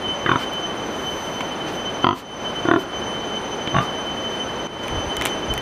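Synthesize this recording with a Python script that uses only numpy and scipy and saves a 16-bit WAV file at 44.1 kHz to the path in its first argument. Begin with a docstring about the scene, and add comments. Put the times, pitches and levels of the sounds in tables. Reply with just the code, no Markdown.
"""In a concrete pen, close to the microphone, a pig grunts four times: slow slaps of the vocal folds ring
in throat and snout, with short gliding sine tones in and after the grunts, and breathy puffs of air. Beyond
it insects hold a high tone of beating narrow-band noise over a wide outdoor rush of coloured noise. Dry
ticks, mostly late on, and a gritty scrape are noise bursts and grains ringing short resonances; late wind
bumps the microphone. The level dips once, and a peak limiter holds the background down after loud peaks."""
import sys
import numpy as np
from scipy import signal
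from scipy.fft import rfft, irfft
from scipy.io import wavfile
from scipy.ndimage import uniform_filter1d, minimum_filter1d

SR = 44100
rng = np.random.default_rng(int(sys.argv[2]) if len(sys.argv) > 2 else 0)


def dump_mix(stems):
    """Bounce the given channels to the path in sys.argv[1] as a 16-bit WAV at rate SR."""
    frames = np.atleast_2d(stems).T  # one column per channel
    limited = np.clip(frames, -1, 1)  # hard clip at full scale
    pcm = np.round(limited * 32767).astype(np.int16)
    wavfile.write(sys.argv[1], SR, pcm)


N = 247401
TIME = np.arange(N) / SR  # s
BINS = np.fft.rfftfreq(4096, 1 / SR)  # Hz

# Source levels below are those before the level curve DIP and the limiter.
# Grunts, one row each: start t/s, settled pulse rate f/Hz, extra length of the first gap t/s,
# mean scale of each slap's smear t/s, peak level/dB before smear and muffling, time from start to peak t/s,
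# sag of effort one grunt's length from its peak level/dB, weakening of every second slap by the end level/dB,
# tilt at full effort level/dB per octave, rasp of air level/dB before muffling
GRUNTS = [(0.26, 49.7, 0.01, 0.001495, -6.5, 0.049, 8.5, 15, 2, -33),
          (2.0424, 51.2, 0.0044, 0.00056, 3.5, 0.02, 17.5, 2, 1, -33),
          (2.6516, 43.9, .0105, 0.00095, -2, 0.07, 31.5, 3.5, 0, -33),
          (3.7427, 50.33, 0.00026, 0.0035, -8.5, 0.029, 23, 7, 1, -33.5)]
# Slaps of the folds in each grunt: [count]
SLAPS = [5, 5, 5, 4]
# Throat and snout, one list a grunt: f/Hz before the mouth moves it, width f/Hz, relative level/dB before tilt
THROATS = [
    [(122, 48, 4.5), (296, 150, 0), (726, 36, -11.5), (1023, 65, 3), (1360, 244, -3.5), (1860, 100, -23),
     (2310, 130, -18), (3070, 440, -26.5), (3580, 100, -18.5)],
    [(106, 39, 1.5), (247, 80, 1.5), (350, 28, 3), (717, 110, -5.5), (1000, 81, 3.5), (1270, 140, -1),
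     (1950, 100, -14.5), (2760, 460, -21.5), (3240, 210, -13.5), (4620, 420, -28)],
    [(112, 21, -4.5), (325, 98, 1), (688, 45, -3.5), (1086, 164, -7), (1460, 73, -4), (1800, 170, -15),
     (2660, 740, -34), (3520, 360, -27.5)],
    [(143, 164, 1.5), (288, 98, -14.5), (695, 31, 5), (855, 46, -3), (1153, 79, -1.5), (1470, 220, -12),
     (1740, 220, -14), (2150, 390, -22), (2860, 240, -18), (3650, 130, -18)],
]
# Mouth opening, one row a grunt, as a factor on the throat's f: at the start, in the middle, at the end
MOUTHS = [(1.2, 1.018, 0.93), (1.062, 0.97, 1.046), (1.015, 0.997, 0.975), (0.97, 1.07, 0.95)]
# Single throat resonances sounding on in and after the grunts:
# centre t/s, half length t/s, level/dB, f/Hz at centre, glide f/Hz per s
GLIDING_TONES = [(.277, 0.011, -32, 1960, -14000), (0.34, 0.014, -28, 990, -500),
                 (2.123, 0.0075, -30, 1300, 1500), (2.778, 0.017, -22.5, 390, 200),
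                 (3.768, 0.039, -32, 137, 94), (3.752, 0.0088, -24.5, 1120, 500),
                 (3.817, 0.024, -31, 1200, 1001)]
# Air from the snout and scuffs on the floor: centre t/s, half length t/s, level/dB, tilt level/dB per octave
PUFFS = [(0.416, 0.035, -39.5, -1.5), (1.155, 0.33, -54.5, 4.5), (1.688, 0.02, -38, -4),
         (1.748, 0.048, -52.5, 3), (2.184, 0.032, -38, 2.5), (2.81, 0.027, -47, 4),
         (3.832, 0.028, -43.5, -0.5), (4.347, 0.055, -48.5, -3), (5.283, 0.023, -47, -2.5)]
# Spectrum of the puffs before tilt: f/Hz, relative level/dB
PUFF_COLOUR = [(300, -6), (1500, 12), (4300, 6), (7000, -2), (11000, -10), (14000, -6), (16000, -27)]
# Dry ticks before the pen's echoes: t/s, peak level/dB, decay t/s, tilt level/dB per octave,
# own ring f/Hz before a small common lowering, strength of that ring level/dB
TICKS = [(0.534, -36, .002, 5, 11200, -14), (1.407, -19.5, 0.0045, -5.5, 2430, 11),
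         (3.675, -16.5, 0.001, -8, 3530, 8), (4.836, -35, .0015, 1, 2400, 0),
         (4.8815, -24, 0.0013, 1, 2400, 10), (5.1675, -22.5, 0.0018, 2, 10100, -14),
         (5.212, -18, 0.0015, -2, 2100, 8), (5.221, -18, 0.0025, -2.5, 2400, -12),
         (5.2534, -14, 0.00058, 7, 2070, 19), (5.258, -10, 0.0022, -1.5, 2700, -7),
         (5.268, -22, 0.0047, 0, 2360, 4), (5.5383, -23, 0.0012, 7, 2400, 4),
         (5.578, -20.5, 0.00094, 4, 2200, 10)]
# Short resonances of ticks and scrape: f/Hz before a small lowering, width f/Hz, relative level/dB before tilt
TICK_MODES = [(1150, 770, -3.5), (1860, 100, -11), (2405, 230, -2), (3330, 970, -1.5), (6100, 1300, -13.5),
              (7660, 1600, -14.5), (10000, 1700, -16.5), (13900, 1400, -15)]
# Surges of the insects' tone: start t/s, nominal length t/s, level/dB before a common trim
SURGES = [(0.023, 0.091, -27.5), (0.639, 0.045, -29.5), (1.056, 0.1, -30.5), (1.581, 0.078, -31),
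          (1.877, 0.024, -33.5), (2.032, 0.035, -27), (3.357, 0.048, -31), (3.669, 0.051, -24.5),
          (3.866, 0.041, -29), (4.382, 0.073, -30), (5.154, 0.044, -28), (5.471, 0.05, -28)]
# Faint upper lines of the insects: f/Hz, spread f/Hz, level/dB
OVERTONES = [(9155, 12, -67), (12100, 45, -78.5), (6670, 10, -72.5), (5750, 25, -70)]
# Outdoor rush: f/Hz, relative level/dB per Hz
RUSH = [(15, -45), (28, -17.5), (53, -7), (120, -5.5), (200, -1), (380, 0.5), (850, -2.5), (1400, -8),
        (2500, -15.5), (4000, -22), (6000, -30.5), (8000, -39), (13800, -45.5), (15200, -52)]
# Wind on the microphone: centre t/s, half length t/s, level/dB
GUSTS = [(4.934, .022, -35), (4.98, 0.017, -31), (5.072, .025, -39), (5.2, 0.022, -38),
         (5.51, 0.022, -33.5), (5.57, 0.017, -38)]
# Spectrum of the wind: f/Hz, relative level/dB
GUST_COLOUR = [(15, -20), (40, -0.5), (70, 2), (120, -2.5), (250, -23), (800, -66)]
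# Echoes from the floor and walls of the pen: delay t/s, level/dB
WALLS = [(.0037, -52), (.0071, -28), (0.0098, -40), (0.016, -25)]
# Gain curve of the whole scene, end values held: t/s, level/dB
DIP = [(4.671, 6), (4.674, -3), (4.73, 1), (4.8, 3.5), (4.86, 7)]

SNAP_S = .0028  # the folds part gently and close sharply: upper limit of the treble's lag behind the bass
DAMPING_S = 0.02  # the folds part again and damp the ring of each slap
BRIGHTENING = 0.26  # harder slaps are brighter: dB per octave for each dB of effort
SNOUT_HZ = 2500  # resonances from here up lie in the bony snout and do not move
OWN_RING_WIDTH_HZ = 290
SCRAPE_S, SCRAPE_HALF_S, SCRAPE_DB, GRAINS_PER_S = 5.258, .045, -38.5, 2000
CHORUS_HZ, CHORUS_SPREAD_HZ, CHORUS_DB = 3051.5, 9.6, -40
OCTAVE_SPREAD_HZ, OCTAVE_DB = 16.3, -50.5
RUSH_DB = -34
CEILING_DB, EDGE_HZ = -1, 15200  # limiter threshold and upper band edge of the recorder


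def grunts(settling=0.36, jitter=0.024, muffle_hz=4800):
    """Fold slaps settle to a steady rate, ring the moving throat, and alternate strong and weak towards the end."""
    out = np.zeros(N)
    for row, count, opening, throat in zip(GRUNTS, SLAPS, MOUTHS, THROATS):
        start, rate_hz, lag, smear, peak_db, crest, sag_db, limp_db, bright_db, rasp_db = row
        gaps = 1 / rate_hz + lag * settling ** np.arange(count - 1)
        slaps = np.cumsum(np.append(0, gaps))
        length = slaps[-1]
        for k, t in enumerate(slaps):
            arch_db = -sag_db * ((t - crest) / length) ** 2
            limp = limp_db * (k % 2) * (t / length) ** 2
            effort_db = arch_db - limp
            mouth = np.interp(t / length, [0, .5, 1], opening) + jitter * rng.standard_normal()
            tilt_db = bright_db + BRIGHTENING * effort_db
            modes = [(hz * mouth if hz < SNOUT_HZ else hz, width, db) for hz, width, db in throat]
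            # the peak without smear sets the level, so a smeared slap comes out softer
            clean_peak = abs(ring(modes, 1, tilt_db, SNAP_S)).max()
            slap = ring(modes, 1, tilt_db, SNAP_S, smear) / clean_peak
            damping = np.exp(-(TIME[:len(slap)] / DAMPING_S) ** 2)
            add(out, start + t, gain_of(peak_db + effort_db) * slap * damping)
        add(out, start, gain_of(rasp_db) * rasp(throat, length + 1 / rate_hz))
    # soft flesh swallows the treble
    return signal.lfilter(*signal.butter(2, muffle_hz, fs=SR), out)


def rasp(throat, length, tilt_db=4):
    """Air leaking between the slaps roughens the grunt with noise in the same resonances, slightly lowered."""
    air = signal.fftconvolve(rng.standard_normal(SR // 2), ring(throat, 0.97, tilt_db), "valid")
    t = TIME[TIME < length]
    return evened(air)[:len(t)] * np.sqrt(np.sin(np.pi * t / length))


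def gliding_tones():
    """Single throat resonances sound on in and after the grunts: short gliding sine tones."""
    out = np.zeros(N)
    for s, half, db, hz, glide in GLIDING_TONES:
        since = TIME - s
        turns = hz * since + glide * since ** 2 / 2 + rng.random()
        out += gain_of(db) * swell(s, half) * np.sqrt(2) * np.sin(2 * np.pi * turns)
    return out


def puffs():
    """Turbulent air and floor scuffs: short swells of breathy noise."""
    return sum(gain_of(db) * swell(s, half) * noise(PUFF_COLOUR, tilt_db) for s, half, db, tilt_db in PUFFS)


def ticks():
    """Tiny crunches, each a burst into the same short resonances and one ring of its own."""
    out = np.zeros(N)
    for s, db, decay, tilt_db, ring_hz, ring_db in TICKS:
        modes = [*TICK_MODES, (ring_hz, OWN_RING_WIDTH_HZ, ring_db)]
        tick = signal.fftconvolve(burst(decay), ring(modes, 0.95, tilt_db))
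        add(out, s, gain_of(db) * tick / abs(tick).max())
    return out


def scrape(size_spread_db=3, tilt_db=-5):
    """A short gritty scrape: scattered grains, a few of them large, ring the same resonances as the ticks."""
    sizes = gain_of(size_spread_db * np.minimum(rng.exponential(1, N), 4))
    signs = rng.choice([-1, 1], N)
    grains = sizes * signs * (rng.random(N) < GRAINS_PER_S / SR)
    grit = evened(signal.oaconvolve(grains, ring(TICK_MODES, 0.99, tilt_db))[:N])
    return gain_of(SCRAPE_DB) * swell(SCRAPE_S, SCRAPE_HALF_S) * grit


def pen(x, tail_db=-19, t60=0.42, dull_hz=3000):
    """An open-topped pen: a few wall echoes and a short dull tail of decaying noise."""
    t = TIME[:SR // 2]
    tail = signal.lfilter(*signal.butter(1, dull_hz, fs=SR), rng.standard_normal(len(t)))
    first_echo_s = WALLS[0][0]
    tail *= np.exp(-np.log(1000) * t / t60) * (t > first_echo_s)
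    response = gain_of(tail_db) * tail / np.linalg.norm(tail)
    for delay, db in WALLS:
        response[round(delay * SR)] += gain_of(db)
    return x + signal.fftconvolve(x, response)[:N]


def insects(surge_db=-5, surge_width=.55):
    """A thin whistling drone that beats at random and surges now and then, with its octave and upper lines."""
    surges = sum(gain_of(db + surge_db) * swell(s + length / 2, surge_width * length)
                 for s, length, db in SURGES)
    out = gain_of(CHORUS_DB) * beating_tone(CHORUS_HZ, CHORUS_SPREAD_HZ)
    out += surges * beating_tone(CHORUS_HZ, CHORUS_SPREAD_HZ, steadiness=1)
    out += gain_of(OCTAVE_DB) * beating_tone(2 * CHORUS_HZ, OCTAVE_SPREAD_HZ)
    return out + sum(gain_of(db) * beating_tone(hz, spread) for hz, spread, db in OVERTONES)


def beating_tone(hz, spread_hz, steadiness=0.11):
    """Many singers near one pitch beat: narrow-band noise about it, its level swings partly evened out."""
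    offset = np.fft.fftfreq(N, 1 / SR) / spread_hz
    white = rng.standard_normal(N) + 1j * rng.standard_normal(N)
    cloud = evened(np.fft.ifft(np.fft.fft(white) * np.exp(-abs(offset) / 1.4)))
    cloud = cloud / (abs(cloud) ** 2 + 0.87) ** (steadiness / 2)
    return evened((cloud * np.exp(2j * np.pi * hz * TIME)).real)


def outdoors():
    """A steady distant rush of noise, and low bumps of wind on the microphone."""
    gusts = sum(gain_of(db) * swell(s, half) for s, half, db in GUSTS)
    return gain_of(RUSH_DB) * noise(RUSH) + gusts * noise(GUST_COLOUR)


def ring(modes, shift, tilt_db, snap=0, smear=0):
    """Causal (minimum-phase) response of resonances to one knock; the treble lags the bass by up to snap s."""
    shape = sum(gain_of(db) / (1 + (2 * (BINS - hz * shift) / width) ** 2) for hz, width, db in modes)
    shape = shape * gain_of(tilt_db * octaves(BINS)) * BINS / (BINS + 40)  # weak below 40 Hz
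    log_gain = np.log(np.maximum(shape / shape.max(), 1e-5))
    circle = np.concatenate([log_gain, log_gain[-2:0:-1]])
    spectrum = np.exp(np.conj(signal.hilbert(circle)))[:len(BINS)]
    # a ragged slap lets each band arrive a little late, by chance
    ragged = abs(evened(uniform_filter1d(rng.standard_normal(len(BINS)), size=30)))
    delay = snap * BINS / (BINS + 1200) + smear * ragged
    phase = 2 * np.pi * np.cumsum(delay) * BINS[1]
    return irfft(spectrum * np.exp(-1j * phase)) * np.linspace(1, 0, len(circle))


def burst(decay):
    """A dying puff of noise of energy 1."""
    t = TIME[:len(BINS)]
    puff = rng.standard_normal(len(t)) * np.exp(-t / decay)
    return puff / np.linalg.norm(puff)


def noise(colour, tilt_db=0):
    """Noise of rms 1 with a spectrum of (Hz, dB) points and a tilt per octave."""
    hz = np.fft.rfftfreq(N, 1 / SR)
    at, db = np.transpose(colour)
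    shape = gain_of(np.interp(np.log(hz + 1), np.log(at), db) + tilt_db * octaves(hz))
    return evened(irfft(rfft(rng.standard_normal(N)) * shape, N))


def swell(centre, half):
    """A bell-shaped rise and fall, down to 1/e at half s from the centre."""
    return np.exp(-((TIME - centre) / half) ** 2)


def octaves(hz):
    """Octaves above 1 kHz, held constant below 200 Hz."""
    return np.log2(np.maximum(hz, 200) / 1000)


def gain_of(db):
    """Decibels to amplitude."""
    return 10 ** (np.asarray(db) / 20)


def evened(x):
    """Scales to rms 1."""
    return x / np.sqrt(np.mean(abs(x) ** 2) + 1e-20)


def add(mix, s, sound):
    """Mixes a sound in at time s."""
    part = mix[round(s * SR):][:len(sound)]
    part += sound[:len(part)]


def scene():
    """The pig, ticks and scrape echo in the pen; puffs, insects and outdoors stay dry; the level dips once."""
    in_pen = pen(grunts() + gliding_tones() + ticks() + scrape())
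    farm = in_pen + puffs() + insects() + outdoors()
    level_db = np.interp(TIME, *np.transpose(DIP))
    return (farm * gain_of(level_db))[None]


def record(dry, hold=0.18, recovery_db=50):
    """A peak limiter that holds (s) and then recovers (dB a second), and the band limit."""
    over_db = np.maximum(20 * np.log10(abs(dry[0]) + 1e-9) - CEILING_DB, 0)
    over_db = -minimum_filter1d(-over_db, size=128)  # it looks a moment ahead
    reach = int(hold * SR / 2)
    held_db = -minimum_filter1d(-over_db, 2 * reach + 1, origin=reach)
    fall = recovery_db * TIME
    duck_db = np.maximum.accumulate(held_db + fall) - fall
    duck_db = uniform_filter1d(duck_db, size=128)
    low_pass = signal.firwin(511, EDGE_HZ, window=("kaiser", 9), fs=SR)
    return signal.oaconvolve(dry * gain_of(-duck_db), low_pass[None], "same")


dry = scene()
out = record(dry)
dump_mix(out)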